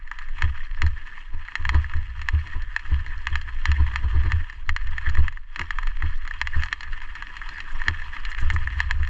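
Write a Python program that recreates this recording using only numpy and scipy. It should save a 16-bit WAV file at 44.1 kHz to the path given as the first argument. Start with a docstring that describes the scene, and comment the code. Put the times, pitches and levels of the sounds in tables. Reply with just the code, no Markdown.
"""A mountain bike's tyres crunch fast down a gravel forest trail, as random stone contacts ringing a camera case.
The microphone sits in that closed case on the rider's helmet, above the wheels and close to every knock.
Its mount knocks and rattles as paired impulses into the case; bumps rock the helmet and set its low modes booming.
Around this, low noise makes the wind, the helmet's hum and the frame's rumble.
Sprays of small stones and the finest hiss reach the microphone without the ring of the case."""
import sys
import numpy as np
from scipy import signal
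from scipy.fft import rfft, irfft, next_fast_len
from scipy.io import wavfile
from scipy.ndimage import uniform_filter1d, map_coordinates

SR = 44100
rng = np.random.default_rng(int(sys.argv[2]) if len(sys.argv) > 2 else 0)


def put_to_file(sound):
    """Save the sound as 16-bit audio at rate SR, in the file named by the first command-line argument."""
    columns = np.atleast_2d(sound).T  # one column per channel
    safe = np.clip(columns, -1, 1)
    whole_steps = np.round(safe * 32767)
    wavfile.write(sys.argv[1], SR, whole_steps.astype(np.int16))


N = 400869


def amp(db):
    """Decibels to a linear factor."""
    return 10 ** (np.asarray(db) / 20)


def unit(x):
    """x at rms 1."""
    return x / np.sqrt(np.mean(x ** 2) + 1e-20)


def along(points, hz):
    """The curve through (f/Hz, value) points on a log frequency axis."""
    f, v = np.transpose(points)
    return np.interp(np.log(hz + 1), np.log(f + 1), v)


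def curve(rows):
    """One value per sample from (t/s, value) rows."""
    times, values = np.transpose(rows)
    return np.interp(np.arange(N) / SR, times, values)


def wobble(rate, step_size=64):
    """A smooth random curve with `rate` knots a second."""
    at = np.arange(0, N + step_size, step_size)
    knots = rng.standard_normal(int(N * rate / SR) + 4)
    return np.interp(np.arange(N), at, map_coordinates(knots, [at * rate / SR]))


def add(track, s, sound):
    """Mix a sound into a track from time s on."""
    start = int(np.clip(round(s * SR), 0, N - 1))
    track[start:start + len(sound)] += sound[:N - start]


def filtered(x, gain):
    """x times a gain that depends on frequency."""
    m = next_fast_len(N + SR // 2)
    return irfft(rfft(x, m) * gain(np.fft.rfftfreq(m, 1 / SR)), m)[:N]


def noise(spectrum):
    """Noise of rms 1 with the given colour."""
    return unit(filtered(rng.standard_normal(N), lambda hz: amp(along(spectrum, hz))))


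def grains(rate, spread_db):
    """Random stone contacts of rms 1, `rate` a second; a positive spread makes many small and a few large."""
    place, size, side = rng.random((int(rate * N / SR), 3)).T
    push = np.sign(side - .5) * amp(spread_db * np.minimum(-np.log(size + 1e-9), 4))
    return unit(np.bincount((place * N).astype(int), push, N))


def patchy(x, depth_db, size=512):
    """x at rms 1, its colour shifting at random in patches a few hundred Hz wide and some 30 ms long."""
    z = signal.stft(x, nperseg=size)[2]
    field = uniform_filter1d(rng.standard_normal(z.shape), size=7, axis=0)  # smooth over frequency
    field = uniform_filter1d(field, size=5, axis=1)  # smooth over time
    return unit(signal.istft(z * amp(depth_db * unit(field)), nperseg=size)[1][:N])


# resonances of the camera case around the microphone: f/Hz, width/Hz, level/dB
CASE_MODES = [(983.6, 174, -13), (1223, 283, -11), (1791, 320, -1), (2010, 510, -8.5), (2575, 160, -10.5),
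              (2840, 156, -11), (3164, 220, -15), (3250, 350, -16), (4172, 415, -16.5), (4960, 160, -29.5),
              (4850, 190, -23.5), (5710, 380, -28.5), (5444, 250, -27.5), (6500, 284, -49),
              (6904, 580, -28.5), (6800, 820, -33), (7530, 520, -45.5)]


def case_ring(colour, size=1024):
    """The causal ring of the case, peak 1: its resonances, struck by a blow of the given colour."""
    hz = np.fft.rfftfreq(size, 1 / SR) + 1
    power = sum(amp(db) ** 2 / (1 + ((hz * hz - c * c) / (hz * w)) ** 2) ** 2 for c, w, db in CASE_MODES)
    # the shell shuts out the top octave
    wall_db = along([(7600, 1.5), (8400, -7.5), (10500, -14.5), (13000, -16.5)], hz)
    spectrum = np.sqrt(power) * amp(wall_db + along(colour, hz))
    # folding the cepstrum gives the minimum-phase ring
    cepstrum = irfft(np.log(spectrum + 1e-6))
    cepstrum[1:size // 2] *= 2
    cepstrum[size // 2 + 1:] = 0
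    ring = irfft(np.exp(rfft(cepstrum)))
    return ring / np.abs(ring).max()


# roughness of the trail, as it shakes the helmet: t/s, relative level/dB
TRAIL_ROUGHNESS = [(0.0, -47.5), (0.15, -72.5), (0.48, -17), (0.66, -65), (0.86, -24.5), (1.11, -55.5),
                   (1.58, -52), (1.68, -22), (2.74, -40.5), (2.92, -23.5), (3.39, -34), (4.25, -18),
                   (4.53, -42), (5.25, -22), (5.39, -71), (6.19, -37), (7.3, -46.5), (7.81, -48),
                   (7.93, -34.5), (8.31, -56), (8.41, -28), (9.09, -26.5)]


def roughness_db():
    """Roughness of the ground along the ride, joined by straight lines in dB."""
    return curve(TRAIL_ROUGHNESS)


# how hard the tyres work the gravel, dipping where the bike goes light: t/s, load level/dB
TYRE_LOAD = [(0.0, -55.5), (0.21, -44), (0.33, -48.5), (0.42, -36.5), (0.69, -47.5), (0.78, -45.5),
             (1.21, -42), (1.31, -49.5), (1.73, -39.5), (2.03, -46.5), (2.53, -39), (2.63, -46.5),
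             (3.01, -38.0), (3.13, -45), (3.25, -40), (3.61, -44.0), (3.7, -36.5), (3.84, -40),
             (4.41, -40.5), (4.65, -51.5), (5.13, -37), (5.45, -57), (5.58, -42), (6.21, -43.5),
             (6.62, -37.5), (6.77, -42), (8.51, -36.5), (9.09, -40.5)]


def tyre_load_db():
    """Load of the tyres along the ride, joined by straight lines in dB."""
    return curve(TYRE_LOAD)


# rolling noise of the tyres over its share of the load: t/s, relative level/dB
ROLLING_LEVEL = [(0, 0.5), (1.2, -1), (1.9, 3), (2.8, 1), (4.1, 2), (4.6, 1), (6.2, -4.5), (7.6, 2.5),
                 (8.3, -2.5), (9.09, -2.5)]


def rolling_db():
    """Extra rolling noise along the ride, joined by straight lines in dB."""
    return curve(ROLLING_LEVEL)


# colour of the wind at the case: f/Hz, relative level/dB per Hz
BUFFET_COLOUR = [(5, -24), (11, 8.5), (22, -0.5), (33, -7), (50, -19.5), (80, -28.5), (130, -51.5),
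                 (300, -83), (800, -120)]


def wind(buffet_db=-23, follows=0.11):
    """Slow eddies press on the case, more so where the ride is rough."""
    level_db = buffet_db + follows * roughness_db() + 5.1 * wobble(8)
    return amp(level_db) * noise(BUFFET_COLOUR)


# bumps in the trail: t/s, relative boom level of the helmet/dB, relative jolt level of the frame/dB
TRAIL_BUMPS = [(0.441, -15, -14.5), (0.837, -15.5, -14.5), (1.344, -32.5, -22), (1.604, -28.5, -24),
               (1.666, -23.5, -37), (1.753, -11.5, -4.5), (1.957, -21.5, -22), (2.34, -15, -21),
               (2.561, -27, -18.5), (2.921, -16.5, -16), (3.322, -20.5, -36), (3.693, -14, -21.5),
               (3.805, -13, -12), (4.045, -18, -14.5), (4.156, -13, -11.5), (4.26, -14.5, -11.5),
               (4.336, -16, -23), (4.691, -23.5, -23.5), (5.078, -18, -21.5), (5.188, -13, -10.5),
               (5.611, -30.5, -13), (6.039, -18.5, -16), (6.566, -18, -19), (7.89, -23.5, -11),
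               (8.431, -19.5, -16.5), (8.542, -18, -15.5), (8.61, -25.5, -32), (8.773, -26.5, -33),
               (8.95, -23, -27), (9.006, -22, -23)]


def jolts(rise_s=0.017, fall_s=0.016):
    """How hard the bumps press the bike into the ground: an exponential rise and release about each bump."""
    out, t = np.zeros(N), np.arange(-SR // 10, SR // 5) / SR
    for s, _, db in TRAIL_BUMPS:
        add(out, s + t[0], amp(db) * np.exp(-np.maximum(-t / rise_s, t / fall_s)))
    return out


# colours of the humming helmet, the rolling frame and the thudding frame: f/Hz, relative level/dB per Hz
HUM_COLOUR = [(30, -20), (52, 2), (72, 1), (88, -9), (110, -18.5), (140, -35), (200, -49), (500, -100)]
ROLLING_COLOUR = [(70, -15), (135, 2.5), (165, 1), (215, -5.5), (285, -1), (390, -7.5), (470, -15),
                  (680, -12.5), (1000, -22.5), (2000, -68.5)]
THUD_COLOUR = [(70, -21.5), (130, 7.5), (175, 1.5), (225, -5.5), (285, 3.5), (390, -4.5), (470, -13.5),
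               (680, -13), (1000, -24.5), (2000, -72.5)]


def shaking(jolt, load_db, hum_db=-5, rumble_db=-21.5, thud_db=-26.0):
    """The rough trail keeps the helmet humming and the loaded frame rumbling, with a thud at each bump."""
    hum = amp(roughness_db() + hum_db + 2.9 * wobble(10)) * noise(HUM_COLOUR)
    rolling = amp(load_db + rolling_db() + rumble_db + 4.1 * wobble(23)) * noise(ROLLING_COLOUR)
    thuds = amp(thud_db) * jolt * noise(THUD_COLOUR)
    return hum + rolling + thuds


# what the helmet rings with after a bump: mean f/Hz, mean relative level/dB, t60/s
HELMET_MODES = [(48.3, -16, 0.047), (73.8, 1.5, 0.25), (107.3, -20, 0.41), (159, -36, 0.065),
                (289.7, -28.5, 0.096), (383, -37, 0.11)]


def bumps(boom_db=3, rock_db=-8, rock_follows=0.32, rock_hz=15, rock_t60=0.3, rise_s=0.0086, rock_rise_s=0.012):
    """A bump shoves the head into a slow rocking and sets the helmet's low modes ringing."""
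    lead_s = .05
    out, t = np.zeros(N), np.arange(SR // 3) / SR - lead_s
    boom_swell = (1 + np.tanh(t / rise_s)) / 2
    # soft swell, then free decay
    rocking = amp(-60 * t / rock_t60) / (1 + np.exp(-2 * t / rock_rise_s - 1))
    rocking = rocking * np.cos(2 * np.pi * rock_hz * t)
    for s, db, _ in TRAIL_BUMPS:
        boom = np.zeros(len(t))
        # each bump excites the modes a little differently in level and pitch
        chance = rng.standard_normal((len(HELMET_MODES), 2))
        for (hz, level, t60), (a, b) in zip(HELMET_MODES, chance):
            boom += amp(level + a - 60 * t / t60) * np.cos(2 * np.pi * hz * (1 + 0.046 * b) * t)
        boom = amp(db + boom_db) * boom * boom_swell
        rock = amp(rock_db + rock_follows * db) * rocking
        add(out, s - lead_s, -boom - rock)
    return out


# light rattles: ticks a second, level over the tyre load and its scatter (dB), mean treble (dB)
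RATTLES_PER_S = 4
RATTLE_DB, RATTLE_SPREAD_DB, RATTLE_TREBLE_DB = 15, 1, -5.5


def rattles():
    """Light random ticks of the loose mount, stronger under load: rows like those of the knocks."""
    load_db = tyre_load_db()
    count = int(RATTLES_PER_S * N / SR)
    # one tick at random within each equal slot of time
    times = (np.arange(count) + rng.random(count)) * N / SR / count
    rows = []
    for s, (a, b) in zip(times, rng.standard_normal((count, 2))):
        level_db = load_db[int(s * SR)] + RATTLE_DB + RATTLE_SPREAD_DB * a
        rows.append((s, level_db, RATTLE_TREBLE_DB + 6 * b))
    return rows


# clear knocks of the mount, close to the microphone: t/s, relative level/dB, treble level/dB
MOUNT_KNOCKS = [(0.1144, -16, -14.5), (0.1879, -21, -1), (0.387, -22.5, -12), (0.422, -7, -4),
                (0.8196, -7, -3), (0.8652, -22.5, 2), (1.073, -28, -16), (1.4845, -22, -19),
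                (1.5547, -8, -4), (1.6526, -11, -13), (1.6924, -6, -1.5), (1.7453, -17, -9),
                (1.8439, -21, -25), (1.937, -21.5, -16), (2.2167, -20, -1.5), (2.287, -8.5, -1.5),
                (2.7635, -8.5, -7), (3.2702, -7.5, -3), (3.3558, -9.5, -3), (3.6556, -6, -0.5),
                (3.717, -11.5, 0), (3.866, -23.5, -7), (3.9592, -9, -1.5), (4.3199, -10.5, -4),
                (4.4986, -23, -3), (4.6927, -7, -4), (4.764, -10, -3.5), (4.9815, -15.5, -10.5),
                (5.097, -22.5, 5), (5.172, -19.5, -17), (5.2816, -14, -10.5), (5.3726, -30.5, -17),
                (5.5606, -15, -1), (5.5947, -10.5, -4.5), (5.6152, -12.5, -13), (5.7068, -12.5, -4.5),
                (5.7864, -13, -11.5), (5.832, -21, -7), (5.8719, -17, -4.5), (6.0233, -15.5, -17),
                (6.2767, -19.5, -2), (6.3101, -21, -12), (6.415, -6, -3), (6.4724, -13, -1),
                (6.6226, -18, -5), (6.6354, -12.5, 0.5), (6.728, -8, -1), (6.8076, -22.5, 5),
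                (6.8321, -21.5, 4), (7.1533, -22, -7), (7.224, -18, -8), (7.3678, -22, 1.5),
                (7.4161, -21.5, -17), (7.6039, -17.5, 4.5), (7.8176, -17.5, -13), (7.883, -5.5, 2),
                (8.166, -20.5, -24), (8.252, -17, 5.5), (8.3857, -18, -9), (8.502, -9, -7.5),
                (8.563, -14.5, -20), (8.6738, -17, -18), (8.8035, -7, -1), (8.9102, -7.5, -3.5),
                (9.0316, -20, -17)]


def knocks(level_db=-0.5, buzz_db=-32, buzz_t60=0.021, halo_db=-38, halo_t60=0.047, vary_db=3,
           rebound_db=-9, rebound_s=0.001096):
    """Each knock is a hard impulse into the case and a weaker one about a millisecond later, then a buzz."""
    lead = 132  # samples of noise before the impulse
    out, t = np.zeros(N), np.arange(-lead, SR // 20) / SR
    for s, db, treble_db in [*MOUNT_KNOCKS, *rattles()]:
        buzz = amp(db + buzz_db - 60 * np.abs(t) / buzz_t60) * np.clip(t / 0.00067, 0, 1)
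        # a short noise surrounds each knock and blurs the light ones
        halo = amp(halo_db + 0.51 * db - 60 * np.abs(t) / halo_t60) * np.minimum(1 + t * SR / lead, 1)
        blow = (buzz + halo) * rng.standard_normal(len(t))
        blow[lead] = -amp(db + level_db)
        # the joint rebounds once, after 0.5 to 1.5 times rebound_s
        rebound = int(rebound_s * SR * (0.5 + rng.random()))
        blow[lead + rebound] -= amp(db + level_db + rebound_db)
        # hard knocks seat alike, light ones land anywhere
        low, high = vary_db * min(-db / 20, 1) * rng.standard_normal(2)
        ring = case_ring([(200, 27.0), (600, 5.9), (1000, 1 + low), (1800, 0.42),
                          (3000, .5 * treble_db + high - 0.5), (4500, treble_db), (8000, 0.4 * treble_db)])
        add(out, s - lead / SR, signal.fftconvolve(blow, ring))
    return out


# sprays of small stones: t/s, relative level/dB, time from the peak down to 1/e /s
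STONE_SPRAYS = [(6.607, -48, 0.0057), (6.649, -54, 0.0093), (7.726, -53, 0.012), (8.305, -46.5, 0.0092),
                (8.409, -46.5, 0.013), (8.543, -41.5, 0.0092), (8.59, -68, 0.012)]
# colour of the spraying stones: f/Hz, relative level/dB per Hz
SPRAY_COLOUR = [(1000, -24), (2000, -11), (4500, -11), (7300, -5.5), (8500, -21), (10300, -28.5),
                (12000, -33)]


def sprays(level_db=-7):
    """Small stones thrown up by the tyres patter brightly on the bike, in brief bell-shaped swells."""
    swell, t = np.zeros(N), np.arange(-SR // 10, SR // 10) / SR
    for s, db, length in STONE_SPRAYS:
        add(swell, s + t[0], amp(db + level_db) * np.exp(-(t / length) ** 2))
    contacts = grains(rate=7100, spread_db=3.5)
    return swell * unit(filtered(contacts, lambda hz: amp(along(SPRAY_COLOUR, hz))))


# colours of the tyres' crunch, grit, airy hiss and dull bite: f/Hz, relative level/dB
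CRUNCH_COLOUR = [(150, -7.5), (600, 0.5), (1000, 5), (1450, 3.5), (1750, 2), (1950, -1.5), (2600, 0),
                 (2850, 0.5), (3300, -1), (4200, -11.5), (8000, -13), (11000, -24.5)]
GRIT_COLOUR = [(1500, -23.5), (3000, -8.5), (4200, -0.5), (6000, 2), (7000, -6), (8000, 4), (10500, -1),
               (12000, -21.5)]
AIRY_COLOUR = [(800, -2.5), (1500, 3), (3000, 15.5), (4000, 2.5), (5200, -0.5), (6500, -2.5), (7800, -3.5),
               (8600, -16), (10700, -14.5), (11600, -42), (13000, -41.5)]
BITE_COLOUR = [(200, 28.5), (600, 10.5), (1000, 13.5), (1800, -6.5), (2600, -10), (4200, -2), (8000, -19)]
# gravel comes in clumps: depth (dB) on the smoothest and on the roughest trail
CLUMP_SMOOTH_DB, CLUMP_ROUGH_DB = 2.0, 2.8


def tyres(jolt, load_db, grit_follows=0.85, grit_base_db=-30.0, crunch_db=-2.5, rush_db=-14.5, rush_rolls=2.0,
          hiss_db=-1.0, airy_db=4, airy_rolls=0.28, pebble_db=-13, bite_db=-26, own_db=3.0):
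    """Knobs crush gravel in clumps: stones crunch, pebbles tick and grit hisses, mostly through the case."""
    rough_db, roll_db = roughness_db(), rolling_db()
    grit_db = grit_base_db + grit_follows * load_db  # grit grows more slowly than the crunch
    rough_range = [rough_db.min(), rough_db.max()]
    clumps = np.interp(rough_db, rough_range, [CLUMP_SMOOTH_DB, CLUMP_ROUGH_DB]) * wobble(50)

    def through_case(contacts, colour):
        """Contacts ringing the case, at rms 1."""
        return unit(signal.oaconvolve(contacts, case_ring(colour))[:N])

    # the colour of the crunch shifts at random in short patches
    stones = patchy(through_case(grains(rate=1800, spread_db=4.0), CRUNCH_COLOUR), depth_db=3.0)
    crunch = amp(load_db + crunch_db + clumps) * stones
    # packed dirt under the rolling tread
    dirt = through_case(rng.standard_normal(N), CRUNCH_COLOUR)
    rush = amp(load_db + rush_rolls * roll_db + rush_db) * dirt
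    # a loaded tyre digs in with a duller crunch
    bite = amp(bite_db) * jolt * through_case(grains(rate=5400, spread_db=-1.0), BITE_COLOUR)
    pebble_colour = [(1000, -0.5), (1800, -1.0), (3000, 1.5), (7000, -10.5)]
    pebbles = amp(load_db + pebble_db) * through_case(grains(rate=72, spread_db=8.0), pebble_colour)
    sand = patchy(through_case(grains(rate=1800, spread_db=7.0), GRIT_COLOUR), depth_db=4.0)
    grit = amp(grit_db + hiss_db + clumps + own_db * wobble(30)) * sand
    # the finest hiss leaks straight to the microphone
    airy = amp(grit_db + airy_db + airy_rolls * roll_db + clumps / 2) * noise(AIRY_COLOUR)
    return crunch + rush + bite + pebbles + grit + airy


def scene():
    """The whole ride at the helmet, from the wind to the tyres, on one channel."""
    jolt, load_db = jolts(), tyre_load_db()
    background = wind() + shaking(jolt, load_db)
    helmet = bumps() + knocks()
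    gravel = sprays() + tyres(jolt, load_db)
    return (background + helmet + gravel)[None]


TOP_HZ = 13500  # band limit of the camera


def record(dry):
    """The microphone ignores steady pressure, and the camera keeps nothing above its band limit."""
    return filtered(dry[0], lambda hz: hz / np.hypot(hz, 6) * (hz < TOP_HZ))[None]


dry = scene()
out = record(dry)
put_to_file(out)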